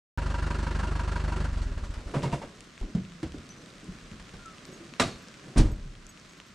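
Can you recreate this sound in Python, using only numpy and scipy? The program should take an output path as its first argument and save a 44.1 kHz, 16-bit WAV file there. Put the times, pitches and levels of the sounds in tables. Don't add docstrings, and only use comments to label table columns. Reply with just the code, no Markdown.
import sys
import numpy as np
from scipy import signal
from scipy.fft import rfft, irfft, next_fast_len
from scipy.io import wavfile

SR = 44100
rng = np.random.default_rng(int(sys.argv[2]) if len(sys.argv) > 2 else 0)


def level_to_linear(level):
    exponent = np.asarray(level, float) / 20
    return 10 ** exponent


def output_pcm(signal):
    pcm = np.clip(np.atleast_2d(signal).T, -1, 1) * 32767
    wavfile.write(sys.argv[1], SR, np.round(pcm).astype(np.int16))


N = 288742
TINY = 1e-18


def at_hz(points, hz):
    table_hz, value = np.array(points)[:, :2].T
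    return np.interp(np.log(hz), np.log(table_hz), value)


def clicks(times_s, db):
    out = np.full(N, TINY)
    at = np.round(np.asarray(times_s) * SR).astype(int)
    np.add.at(out, at, level_to_linear(db))
    return out


def ring(x, hz, t60_s):
    radius = level_to_linear(-60 / (t60_s * SR))
    angle = 2 * np.pi * hz / SR
    return signal.lfilter([0, np.sin(angle)], [1, -2 * radius * np.cos(angle), radius ** 2], x)


def ring_modes(x, modes):
    return sum(level_to_linear(db) * ring(x, hz, t60_s) for hz, db, t60_s in modes)


def butter(x, order, hz, kind):
    return signal.sosfilt(signal.butter(order, hz, kind, fs=SR, output="sos"), x)


def lowpass(x, hz):
    return butter(x, 2, hz, "low")


def pan(x, left_right_db):
    return x * level_to_linear([[left_right_db / 2], [-left_right_db / 2]])


def swell(length, rise_s, t60_s):
    t = np.arange(length) / SR
    return (1 - np.exp(-t / rise_s)) * level_to_linear(-60 * t / t60_s)


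def humps(rows):
    s, db, fall_db_per_s = np.transpose(rows)[:, :, None]
    return np.max(db - fall_db_per_s * np.abs(np.arange(N) / SR - s), axis=0)


# time in seconds, level in dB.
SHOWER = [
    (2.5, -56),
    (2.58, -56.5),
    (5.24, -53.5),
    (5.58, -55.5),
    (5.74, -58),
    (5.99, -57.5),
    (6.22, -55.5),
    (6.55, -56.5),
]


def shower():
    s, db = np.transpose(SHOWER)
    return level_to_linear(np.interp(np.arange(N) / SR, s, db - db.mean()))


# frequency in Hz, likeness 0 to 1.
RAIN_ALIKE = [(60, 0.95), (150, 1), (380, 0.78), (950, 0.68), (2380, 0.54), (5980, 0.69), (15000, 0.3)]
# frequency in Hz, level in dB per Hz.
RAIN = [(30, -7), (95, -7.5), (181, -1), (373, -8), (458, -14.5), (592, -13), (871, -21.5), (1020, -13),
        (1310, -11.5), (6310, -21), (9200, -28), (10300, -42), (12000, -39.5), (13600, -48)]
RAIN_DB, RAIN_DROPS_PER_S = -52.5, 1500


def rain():
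    size = next_fast_len(N)
    hz = np.maximum(np.fft.rfftfreq(size, 1 / SR), 1)
    drop_level = level_to_linear(5.0 * np.minimum(rng.exponential(1, (2, N)), 4))
    drops = (rng.random((2, N)) < RAIN_DROPS_PER_S / SR) * drop_level
    drops = drops * rng.choice([-1, 1], (2, N))
    source = rng.standard_normal((2, N)) + 0.68 * drops / drops.std()
    alike = np.clip(at_hz(RAIN_ALIKE, hz), 0, 1)
    colour = level_to_linear(at_hz([(15, -42)] + RAIN + [(14300, -75)], hz))
    mid, side = rfft(source, size) * colour * np.sqrt([1 + alike, 1 - alike])
    pair = irfft(np.array([mid + side, mid - side]), size)[:, :N]
    pair = pan(pair, -.6)
    return level_to_linear(RAIN_DB) * pair / pair.std()


PATTER_DB, PATTER_DROPS_PER_S, PITCHES = -68.0, 300, 14


def patter():
    level = level_to_linear(5.0 * np.minimum(rng.exponential(1, N), 4))
    drops = (rng.random(N) < PATTER_DROPS_PER_S / SR) * level
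    pitch = rng.integers(0, PITCHES, N)
    out = 0
    for k, hz in enumerate(np.geomspace(1300, 9000, PITCHES)):
        struck = ring(drops * (pitch == k) + TINY, hz, 16.6 / hz)
        out = out + pan(struck, 2 * rng.normal(0, 1.6))
    return level_to_linear(PATTER_DB) * out


# time in seconds, peak in dB, frequency in Hz, left-right in dB.
DRIPS = [(1.5602, -33.5, 2830, 11), (1.335, -37, 2800, 11), (2.1148, -34, 2340, 6),
         (2.2227, -30, 2720, -.6), (2.319, -29, 2700, 3), (2.607, -33, 3070, 8), (2.6424, -41, 3500, 13),
         (2.7784, -31.5, 2300, 4), (2.803, -38, 2770, 4), (3.0508, -34, 2660, 6), (3.121, -36, 2900, 9),
         (3.321, -34, 2850, 5), (3.3845, -35, 3560, 6), (3.6609, -38, 3360, 5), (3.704, -36, 3900, 6),
         (3.7826, -35, 3750, 5), (3.9867, -34, 2410, 6), (4.115, -32, 2640, 5), (4.2935, -34, 2880, 4),
         (4.3683, -35, 3580, 4), (4.583, -34, 2670, -1.1), (4.6532, -29, 5160, 6), (4.938, -28, 2600, 7),
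         (5.2847, -31.5, 5410, 3), (5.3417, -33, 2320, .1), (5.953, -40, 3140, 8), (6.067, -30.5, 6800, 13),
         (6.1748, -35.5, 2830, 9), (6.1983, -33, 6040, -.6), (6.4012, -32, 3000, -1.5)]
# time in seconds, peak in dB.
TICKS = [(4.6519, -42), (6.0672, -38), (2.607, -30), (2.8016, -35.5), (3.3843, -43), (3.6607, -36),
         (3.8438, -34), (4.4596, -29), (4.9368, -49), (2.6461, -42), (2.7698, -44), (3.2772, -43),
         (3.3201, -41), (3.583, -40), (3.8254, -44), (3.9975, -41), (4.2929, -44), (4.5263, -40),
         (4.879, -42), (4.852, -44)]
TICK_HZ, TICK_PAN_DB = 7700, 5
# time in seconds, peak in dB, frequency in Hz, left-right in dB.
SNAPS = [
    (3.4912, -31, 8800, 3),
    (3.491, -41, 6040, -1.1),
    (4.998, -21, 4110, -1.5),
    (4.9982, -26, 8440, .1),
    (5.584, -26, 8540, -5),
    (5.736, -38, 2000, -1.1),
    (5.765, -42, 8500, 2.5),
    (5.184, -34, 11000, 3),
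]


def drips_and_snaps():
    out, t = np.zeros((2, N)), np.arange(SR // 50) / SR
    rows = DRIPS + SNAPS + [(s, db, TICK_HZ, TICK_PAN_DB) for s, db in TICKS]
    for s, db, hz, pan_db in rows:
        grit = lowpass(rng.standard_normal(len(t)), min(2.5 * hz, 14000))
        tick = np.sin(2 * np.pi * hz * t) + 0.8 * grit
        tick = tick * level_to_linear(db - 2.5 - 60 * t * hz / 9.7)
        at = round(s * SR)
        out[:, at:at + len(t)] += pan(tick, pan_db)[:, :N - at]
    return out


# frequency in Hz, level in dB, t60 in seconds.
KEY_MODES = [(6560, 5, 0.089), (7900, 1.5, 0.067), (9200, -12, 0.068), (11830, -9, 0.075),
             (12250, -16, 0.084)]
# time in seconds, large keys in dB, small keys in dB.
KEYS = [(4.66, -70, -56), (4.714, -66, -62), (4.734, -56, -62), (4.75, -70, -68), (5.19, -72, -65),
        (5.22, -74, -57), (5.714, -59.5, -52), (6.09, -52.5, -53), (6.29, -64, -68), (6.32, -66, -67),
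        (6.372, -70, -64), (6.465, -67, -61), (6.49, -80, -70)]


def keys():
    s, large_db, small_db = np.transpose(KEYS)
    out = 0
    for hz, db, t60_s in KEY_MODES:
        size_db = large_db if hz < 10000 else small_db
        strike_db = size_db + db + rng.normal(0, 2.0, len(s))
        soft_onset = ring(clicks(s, strike_db), hz, .01)
        out = out + ring(soft_onset, hz, t60_s) / 30
    return out


# time in seconds, level in dB.
BUCKLE = [
    (3.491, -50),
    (3.503, -41.5),
    (3.535, -55),
    (3.575, -53),
    (3.61, -58),
]
BUCKLE_HZ, BUCKLE_T60_S = 6040, 0.067


def buckle():
    soft_onset = ring(clicks(*np.transpose(BUCKLE)), BUCKLE_HZ, 0.011)
    return ring(soft_onset, BUCKLE_HZ, BUCKLE_T60_S) / 30


# time in seconds, frequency in Hz, level in dB.
SQUEAK = [
    (4.385, 1390, -63),
    (4.449, 1412, -54),
    (4.463, 1326, -44.5),
    (4.533, 1293, -59),
    (4.555, 1180, -59),
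]


def hinge():
    s, hz, db = np.transpose(SQUEAK)
    t = np.arange(N) / SR
    glide_hz = np.interp(t, s, hz, left=-140, right=-140)
    level_db = np.interp(t, s, db, left=-140, right=-140)
    waver = 1 + 3.5 * lowpass(rng.standard_normal(N), 80)
    return np.sqrt(2) * level_to_linear(level_db) * waver * np.sin(2 * np.pi * np.cumsum(glide_hz) / SR)


def with_low(bursts, low_db):
    return [(s, db, low_db, mid_db, high_db, t60_s) for s, db, mid_db, high_db, t60_s in bursts]


def with_treble(bursts):
    return [(s, db, low_db, mid_db, max(mid_db - 8, -40), t60_s) for s, db, low_db, mid_db, t60_s in bursts]


def add(envelope, bursts, hz, rise_s, fade_tilt):
    for s, db, low_db, mid_db, high_db, t60_s in bursts:
        colour = [(55, low_db), (220, -15.0), (1000, mid_db - 11.5), (5000, high_db - 4.5),
                  (10500, high_db - 9), (14500, high_db - 8)]
        fade_s = t60_s * (hz / 500) ** -fade_tilt
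        shape = swell(int(SR * min(fade_s, .5)), rise_s + 0.47 / hz, fade_s)
        at = round(s * SR)
        envelope[at:at + len(shape)] += level_to_linear(db + at_hz(colour, hz)) * shape[:N - at]


# start in seconds, peak in dB near 220 Hz, dB re that near 1000 and 5000 Hz,
# t60 in seconds.
DOOR_STOP = [
    (4.997, -18, 2.5, -6.5, 0.17),
    (5.017, -28.5, -11, -16.5, 0.39),
    (5.059, -34.5, -24, -18, 0.33),
    (4.99, -50, 5, -5, .05),
    (5.07, -58, 6, 1.5, .5),
]
STOP_LOW_DB = -24.5
# frequency in Hz, level in dB, t60 in seconds.
DOOR_SKIN = [(668, -5, .15), (1174, -2, .12), (2390, -8, .2), (2557, -7, .18), (2724, -7, .2),
             (3650, -14, .3), (3817, -8, .2), (4296, -12, .3), (4710, -11, .25), (5626, -17, .2),
             (6525, -18, .25), (7418, -17, .2)]
DOOR_SKIN_DB = -12


def door_skin():
    shake = np.full(N, TINY)
    add(shake, with_low(DOOR_STOP, STOP_LOW_DB), 220, rise_s=.0005, fade_tilt=0)
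    contacts = shake * (rng.random(N) < 900 / SR) * rng.standard_normal(N)
    return level_to_linear(DOOR_SKIN_DB) * ring_modes(contacts, DOOR_SKIN)


# start in seconds, level in dB, frequency in Hz,
# t60 in seconds.
ENGINE_RINGS = [(1.68, -45, 398, .23), (1.836, -45, 1220, .08), (2.149, -19, 140, 0.15),
                (2.1633, -17, 140, 0.09), (2.137, -30, 420, .08), (2.153, -29, 570, .08),
                (2.18, -31, 570, .08), (2.235, -28, 950, .07), (2.256, -30, 330, .08),
                (2.33, -29, 950, .06), (2.416, -33, 900, .06), (2.432, -34, 570, .06),
                (2.236, -16, 165, 0.06), (2.256, -16, 140, 0.13), (2.331, -14.5, 140, 0.1)]
CAB_RINGS = [(2.811, -36, 380, 0.069), (2.829, -34, 252, 0.052), (2.949, -8.5, 185, 0.055),
             (2.973, -17, 190, 0.11), (3.04, -32, 190, .15), (3.075, -38, 160, .12), (3.105, -36, 170, .12),
             (3.15, -37, 165, .15), (3.005, -32, 125, .12), (2.811, -32, 95, .12), (3.245, -29, 72, .12),
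             (3.3, -34, 72, .2), (3.37, -33, 75, .1), (3.229, -21, 322, 0.09), (3.343, -21.5, 275, .045),
             (3.365, -36, 200, 0.08), (3.83, -38, 190, .15), (3.882, -30, 180, 0.11), (4.335, -35, 52, .12),
             (4.92, -41, 240, .15), (4.114, -38.5, 215, 0.19), (4.69, -44.5, 370, .32),
             (4.69, -50, 564, 0.15), (4.715, -44, 330, .15), (4.801, -41, 338, .3)]
STOP_RINGS = [
    (4.997, -22, 928, 0.07),
    (4.998, -19.5, 3980, 0.03),
    (4.998, -32, 1400, .05),
    (4.999, -18, 251.5, 0.17),
    (5.02, -22.5, 1204, 0.056),
    (5.028, -23.5, 681, 0.082),
    (5.05, -26, 145, 0.1),
]
SLAM_RINGS = [(5.571, -8, 56.3, 0.18), (5.574, -16, 252, 0.14), (5.58, -27, 9000, 0.04),
              (5.606, -18, 75, .12), (5.585, -29, 420, .15), (5.64, -26, 105, .15), (5.855, -38, 135, .15),
              (5.596, -15, 315, 0.089), (5.596, -14, 137, 0.076), (5.593, -9.5, 37.3, 0.24),
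              (5.64, -25, 45, 0.24), (5.64, -25.5, 305, .19), (5.691, -36, 120, 0.48), (5.7, -51, 578, .24),
              (5.72, -22, 49.7, 0.16), (5.818, -34.5, 31.1, 0.64)]
ENGINE_BUILD, CAB_BUILD, STOP_BUILD, SLAM_BUILD = 1.3, 1.0, 1.2, .15


def panels():
    out, t = np.zeros(N + SR), np.arange(SR) / SR
    strike = np.r_[1., np.full(SR - 1, TINY)]
    causes = [(ENGINE_RINGS, ENGINE_BUILD), (CAB_RINGS, CAB_BUILD),
              (STOP_RINGS, STOP_BUILD), (SLAM_RINGS, SLAM_BUILD)]
    for rings, build_cycles in causes:
        for s, db, hz, t60_s in rings:
            at = round(s * SR)
            contact = lowpass(strike, min(2 * hz, 15000))
            growth = 1 - np.exp(-t * hz / build_cycles)
            out[at:at + SR] += level_to_linear(db) * ring(contact, hz, t60_s) * growth
    return out[:N]


# start in seconds, peak in dB near 220 Hz, dB re that near 1000 and
# 5000 Hz, t60 in seconds.
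SHUDDER = [
    (2.138, -20.5, -4.5, -26, 0.19),
    (2.155, -33, -9, -39, 0.066),
    (2.226, -18.5, -12.5, -20, 0.15),
    (2.254, -35, 2, -24, 0.18),
    (2.323, -18, -7, -19.5, 0.081),
    (2.331, -33, -11, -22, 0.28),
    (2.416, -27, -5, -22.5, .12),
]
SHUDDER_LOW_DB = -17
# frequency in Hz, level in dB, t60 in seconds.
MOUNTS = [(370, -5, 0.14), (567, 3.5, 0.049), (686, -4.5, 0.088), (949, 3, 0.03), (1110, -21, 0.064),
          (2165, -11, 0.056), (2750, -12, 0.059)]


def mounts():
    shake = np.full(N, TINY)
    add(shake, with_low(SHUDDER, SHUDDER_LOW_DB), 220, rise_s=0.0019, fade_tilt=0)
    contacts = shake * (rng.random(N) < 500 / SR) * rng.standard_normal(N)
    return ring_modes(contacts, MOUNTS)


# start in seconds, peak in dB
# near 220 Hz, dB re that near 55 and 1000 Hz, t60 in seconds.
BUMPS = [(1.938, -64.5, -10, 21, 0.23), (2.811, -40.5, 10.5, -2, 0.071), (2.827, -29, -38, -24.5, 0.43),
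         (2.948, -20, -26, -22, 0.22), (3.229, -23.5, -22, -14, 0.18), (3.34, -30, -30, -23, 0.25),
         (3.379, -41, -20, -15, .12), (3.829, -33.5, -39, -49, 0.53), (3.878, -37.5, -14, -41, 0.24),
         (4.113, -33.5, -23, -40, 0.29), (4.197, -63.5, 9, 19, 0.14), (4.334, -39, -16, -9, 0.19),
         (4.679, -52, -35, -10, .25)]
# start in seconds, peak in dB near 220 Hz, dB re that near 1000 and 5000 Hz, t60 in seconds.
SLAM = [
    (5.557, -16, -12, -35, 0.36),
    (5.57, -21.5, -10, -11, .18),
    (5.578, -33, -4, 2.5, .1),
    (5.596, -20, -53, -25, 0.18),
    (5.64, -33.5, -35, -43, 1),
]
SLAM_LOW_DB = -11
# start in seconds, peak in dB near 220 Hz, dB re that near
# 1000 and 5000 Hz, t60 in seconds.
GASPS = [
    (1.525, -69, 5, 14, .1),
    (1.568, -67, 5, 14, .1),
    (1.614, -66, 0, 17, .12),
    (1.835, -66, 0, 15, .15),
    (1.904, -69, 0, 14, .08),
]
# time in seconds, peak in dB, fall either side in dB per second.
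SWAYS = [
    (2.0, -43, 43),
    (2.61, -33, 95),
    (3.97, -34.5, 88),
    (4.28, -39, 70),
    (5.67, -26, 159),
    (6.3, -42, 70),
]
# time in seconds, peak in dB, fall either side in dB per second.
SHIFTS = [
    (2.19, -27.5, 75),
    (2.33, -30, 65),
    (3.6, -39.5, 29),
    (4.06, -43.5, 70),
    (4.75, -38.5, 25),
    (5.49, -33.5, 111),
    (5.67, -54, 160),
    (5.9, -49.5, 40),
]
# frequency in Hz, level in dB per Hz.
CLATTER = [(160, 2), (280, -2), (376, -4), (415, -13), (566, -4), (700, -14), (956, -5.5), (1070, -7),
           (1560, -8.5), (2030, -15.5), (2720, -18), (9000, -28), (14000, -43)]
# frequency in Hz, likeness 0 to 1.
TRUCK_ALIKE = [(100, .999), (500, 0.98), (1500, 0.84), (3000, 0.75), (8000, 1), (12000, 0.31)]
# frequency in Hz, left-right in dB.
TRUCK_PAN = [(60, 0.6), (700, -1), (4000, -1), (10000, 2.5)]


def body_noise(clatter):
    rumble, rustle = level_to_linear(humps(SWAYS)), level_to_linear(humps(SHIFTS))
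    edges_hz = 25 * 2 ** (np.arange(29) / 3)
    white, out = rng.standard_normal((2, 2, N)), 0
    white *= level_to_linear(2.37 * np.minimum(rng.exponential(1, N), 5))
    for k, (low, high) in enumerate(zip(edges_hz, edges_hz[1:])):
        hz = np.sqrt(low * high)
        mid, side = butter(white[k % 2], 2, [low, high], "band")
        envelope = clatter * level_to_linear(at_hz([(150, -32)] + CLATTER, hz)) * np.sqrt(hz / 300)
        envelope += rumble * level_to_linear(at_hz([(30, -22.5), (70, -43), (130, -40)], hz))
        envelope += rustle * level_to_linear(at_hz([(70, -43), (130, -20), (300, -22.5), (550, -23), (900, -35)], hz))
        add(envelope, with_low(SHUDDER + GASPS, SHUDDER_LOW_DB), hz, rise_s=0.0097, fade_tilt=0.031)
        add(envelope, with_treble(BUMPS), hz, rise_s=0.00028, fade_tilt=0.29)
        add(envelope, with_low(DOOR_STOP, STOP_LOW_DB), hz, rise_s=0.0006, fade_tilt=0.07)
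        add(envelope, with_low(SLAM, SLAM_LOW_DB), hz, rise_s=0.0068, fade_tilt=0.055)
        alike = np.clip(at_hz(TRUCK_ALIKE, hz), 0, 1)
        pair = np.sqrt(1 + alike) * mid + np.sqrt(1 - alike) * side * [[1], [-1]]
        out = out + pan(envelope * pair / (np.sqrt(2) * mid.std()), at_hz(TRUCK_PAN, hz))
    return out


FIRST_FIRING_S, FIRING_GAP_S, FIRINGS = .1775, .0407968, 33


def firings():
    k = np.arange(FIRINGS)
    return FIRST_FIRING_S + k * FIRING_GAP_S + rng.normal(0, 0.00037, FIRINGS), k % 4


CUT_S, SLOWING_PER_S2, PUFFS = 1.485, 25.18, 11


def rundown():
    idle_hz = 1 / FIRING_GAP_S
    speed_hz = np.sqrt(idle_hz ** 2 - 2 * SLOWING_PER_S2 * np.arange(PUFFS))
    return CUT_S + (idle_hz - speed_hz) / SLOWING_PER_S2, 20 * np.log10(speed_hz / idle_hz)


# cylinder, delay in seconds, frequency in Hz, level in dB, t60 in seconds.
LOOSE = [(0, 0.00027, 965, -33, 0.04), (0, 0.015, 964, -40, 0.09), (0, 0.0005, 1556, -32, 0.025),
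         (0, .004, 1400, -36, .03), (1, 0.0087, 373.3, -43.5, 0.2), (3, 0.0024, 560, -53, 0.024),
         (0, 0.006, 2750, -45, .022), (0, .004, 2250, -44, .02), (1, .002, 2750, -43, 0.022),
         (1, .003, 970, -39, 0.034), (2, .003, 990, -39, 0.019)]
LOOSE_BUILD_S = .018


def loose_parts(times, cylinder):
    out = 0
    for which, delay_s, hz, db, t60_s in LOOSE:
        at_s = times[cylinder == round(which)] + delay_s
        knocks = clicks(at_s, db + rng.normal(0, 1.2, len(at_s)))
        passed_on = ring(knocks, hz, LOOSE_BUILD_S)
        out = out + ring(passed_on, hz, t60_s) / (SR * LOOSE_BUILD_S / 22)
    return out


# exhaust in dB, clatter in dB.
CYLINDER_DB = [(0.5, -1.1), (-3, -2.5), (4, -1.5), (-4, -1)]
VALVE_PATTERN_DB = [-2, -0.7, 2.5, 1.5]
CLATTER_DB = -37.5
VALVE_DB, VALVE_FOLLOWS = -48.5, 1


def clatter_envelope(times, cylinder):
    level_db = CLATTER_DB + np.array(CYLINDER_DB)[cylinder, 1] + rng.normal(0, .8, len(times))
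    knock = signal.oaconvolve(clicks(times - .002, level_db), swell(SR // 4, rise_s=.008, t60_s=.14))
    s, speed_db = rundown()
    valve_db = VALVE_DB + VALVE_FOLLOWS * speed_db + np.resize(VALVE_PATTERN_DB, PUFFS)
    valves = signal.oaconvolve(clicks(s, valve_db), swell(SR // 4, rise_s=0.0056, t60_s=0.2))
    return (knock + valves)[:N]


# frequency in Hz, width in Hz, level in dB.
BLOCK = [(990, 71, -3), (1400, 77, 0.5), (1654, 180, 0.5), (2720, 310, -5.5), (4310, 370, -7.5)]


def block(clatter):
    knock = clatter * rng.standard_normal(N)
    return sum(ring(knock, hz, 4.3 / width_hz) * np.sqrt(width_hz / SR) * level_to_linear(db + 2.3)
               for hz, width_hz, db in BLOCK)


# frequency in Hz, level in dB, t60 in seconds.
HOT_PIPE = [(47.9, -31, .36), (72.7, -38, .4), (95.9, -41, .4), (152.8, -32, .23), (209.3, -28.5, .4)]
# frequency in Hz, level in dB, t60 in seconds.
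PIPE = [(44.8, 2, 0.17), (68.5, -3, 0.16), (87, -4.5, 0.17), (120.4, -6, 0.26), (154.5, -14, 0.15),
        (215, -10.5, 0.087), (252, -9.5, 0.3)]
PUFF_DB, PUFF_FOLLOWS = -27, 0.96


def exhaust(times, cylinder):
    earlier = FIRST_FIRING_S - FIRING_GAP_S * np.arange(4, 0, -1)
    every = np.r_[earlier, times]
    pattern_db = np.r_[np.zeros(4), np.array(CYLINDER_DB)[cylinder, 0]]
    fired = 0
    for hz, db, t60_s in HOT_PIPE:
        uneven_db = db + pattern_db + hz / 120 * rng.standard_normal(len(every))
        pulses = clicks(every + .0042, uneven_db) - clicks(every, uneven_db)
        fired = fired + ring(lowpass(pulses, 100), hz, t60_s)
    after_s = np.maximum(np.arange(N) / SR - times[-1] - .02, 0)
    fired = fired * level_to_linear(-400.0 * after_s)
    s, speed_db = (v[1:] for v in rundown())
    puff_db = PUFF_DB + PUFF_FOLLOWS * speed_db
    puffs = lowpass(clicks(s, puff_db) - clicks(s - .008, puff_db - 5.5), 200)
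    return fired + ring_modes(puffs, PIPE)


def trees(x):
    out, dull = np.zeros((2, N)), lowpass(x, 5000)
    lags = (rng.uniform(0.00355, 0.095, 12) * SR).astype(int)
    for k, lag in enumerate(lags):
        out[k % 2, lag:] += dull[:-lag] * level_to_linear(-200.0 * lag / SR) * (-1) ** (k // 2)
    return butter(out, 2, 300, "high")


MIC_CUT_HZ, MIC_LEAK_DB = 9220, -24.5


def microphone(x):
    muffled = butter(x, 6, MIC_CUT_HZ, "low")
    return muffled + level_to_linear(MIC_LEAK_DB) * (x - muffled)


def scene():
    times, cylinder = firings()
    knock_times, knock_cylinder = times[:-1], cylinder[:-1]
    clatter = clatter_envelope(knock_times, knock_cylinder)
    struck = loose_parts(knock_times, knock_cylinder) + block(clatter) + panels() + mounts() + door_skin()
    truck = pan(exhaust(times, cylinder), -.2) + pan(struck, -.7) + level_to_linear(-25) * trees(struck)
    rain_gain = shower()
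    near = truck + body_noise(clatter) + drips_and_snaps() + rain_gain * patter()
    small_metal = keys() + buckle() + hinge()
    return microphone(near) + pan(small_metal, 1.0) + rain_gain * rain()


def low_pass(x):
    return signal.sosfilt(signal.butter(12, 16200, fs=SR, output="sos"), x)


START_S, TOP_HZ, BOTTOM_HZ = .1755, 16100, 4


def record(dry):
    cut = signal.sosfilt(signal.cheby2(10, 60, TOP_HZ, fs=SR, output="sos"), dry)
    cut = signal.lfilter([1, -1], [1, -np.exp(-2 * np.pi * BOTTOM_HZ / SR)], cut)
    return low_pass(cut * (np.arange(N) >= START_S * SR))


dry = scene()
out = record(dry)
output_pcm(out)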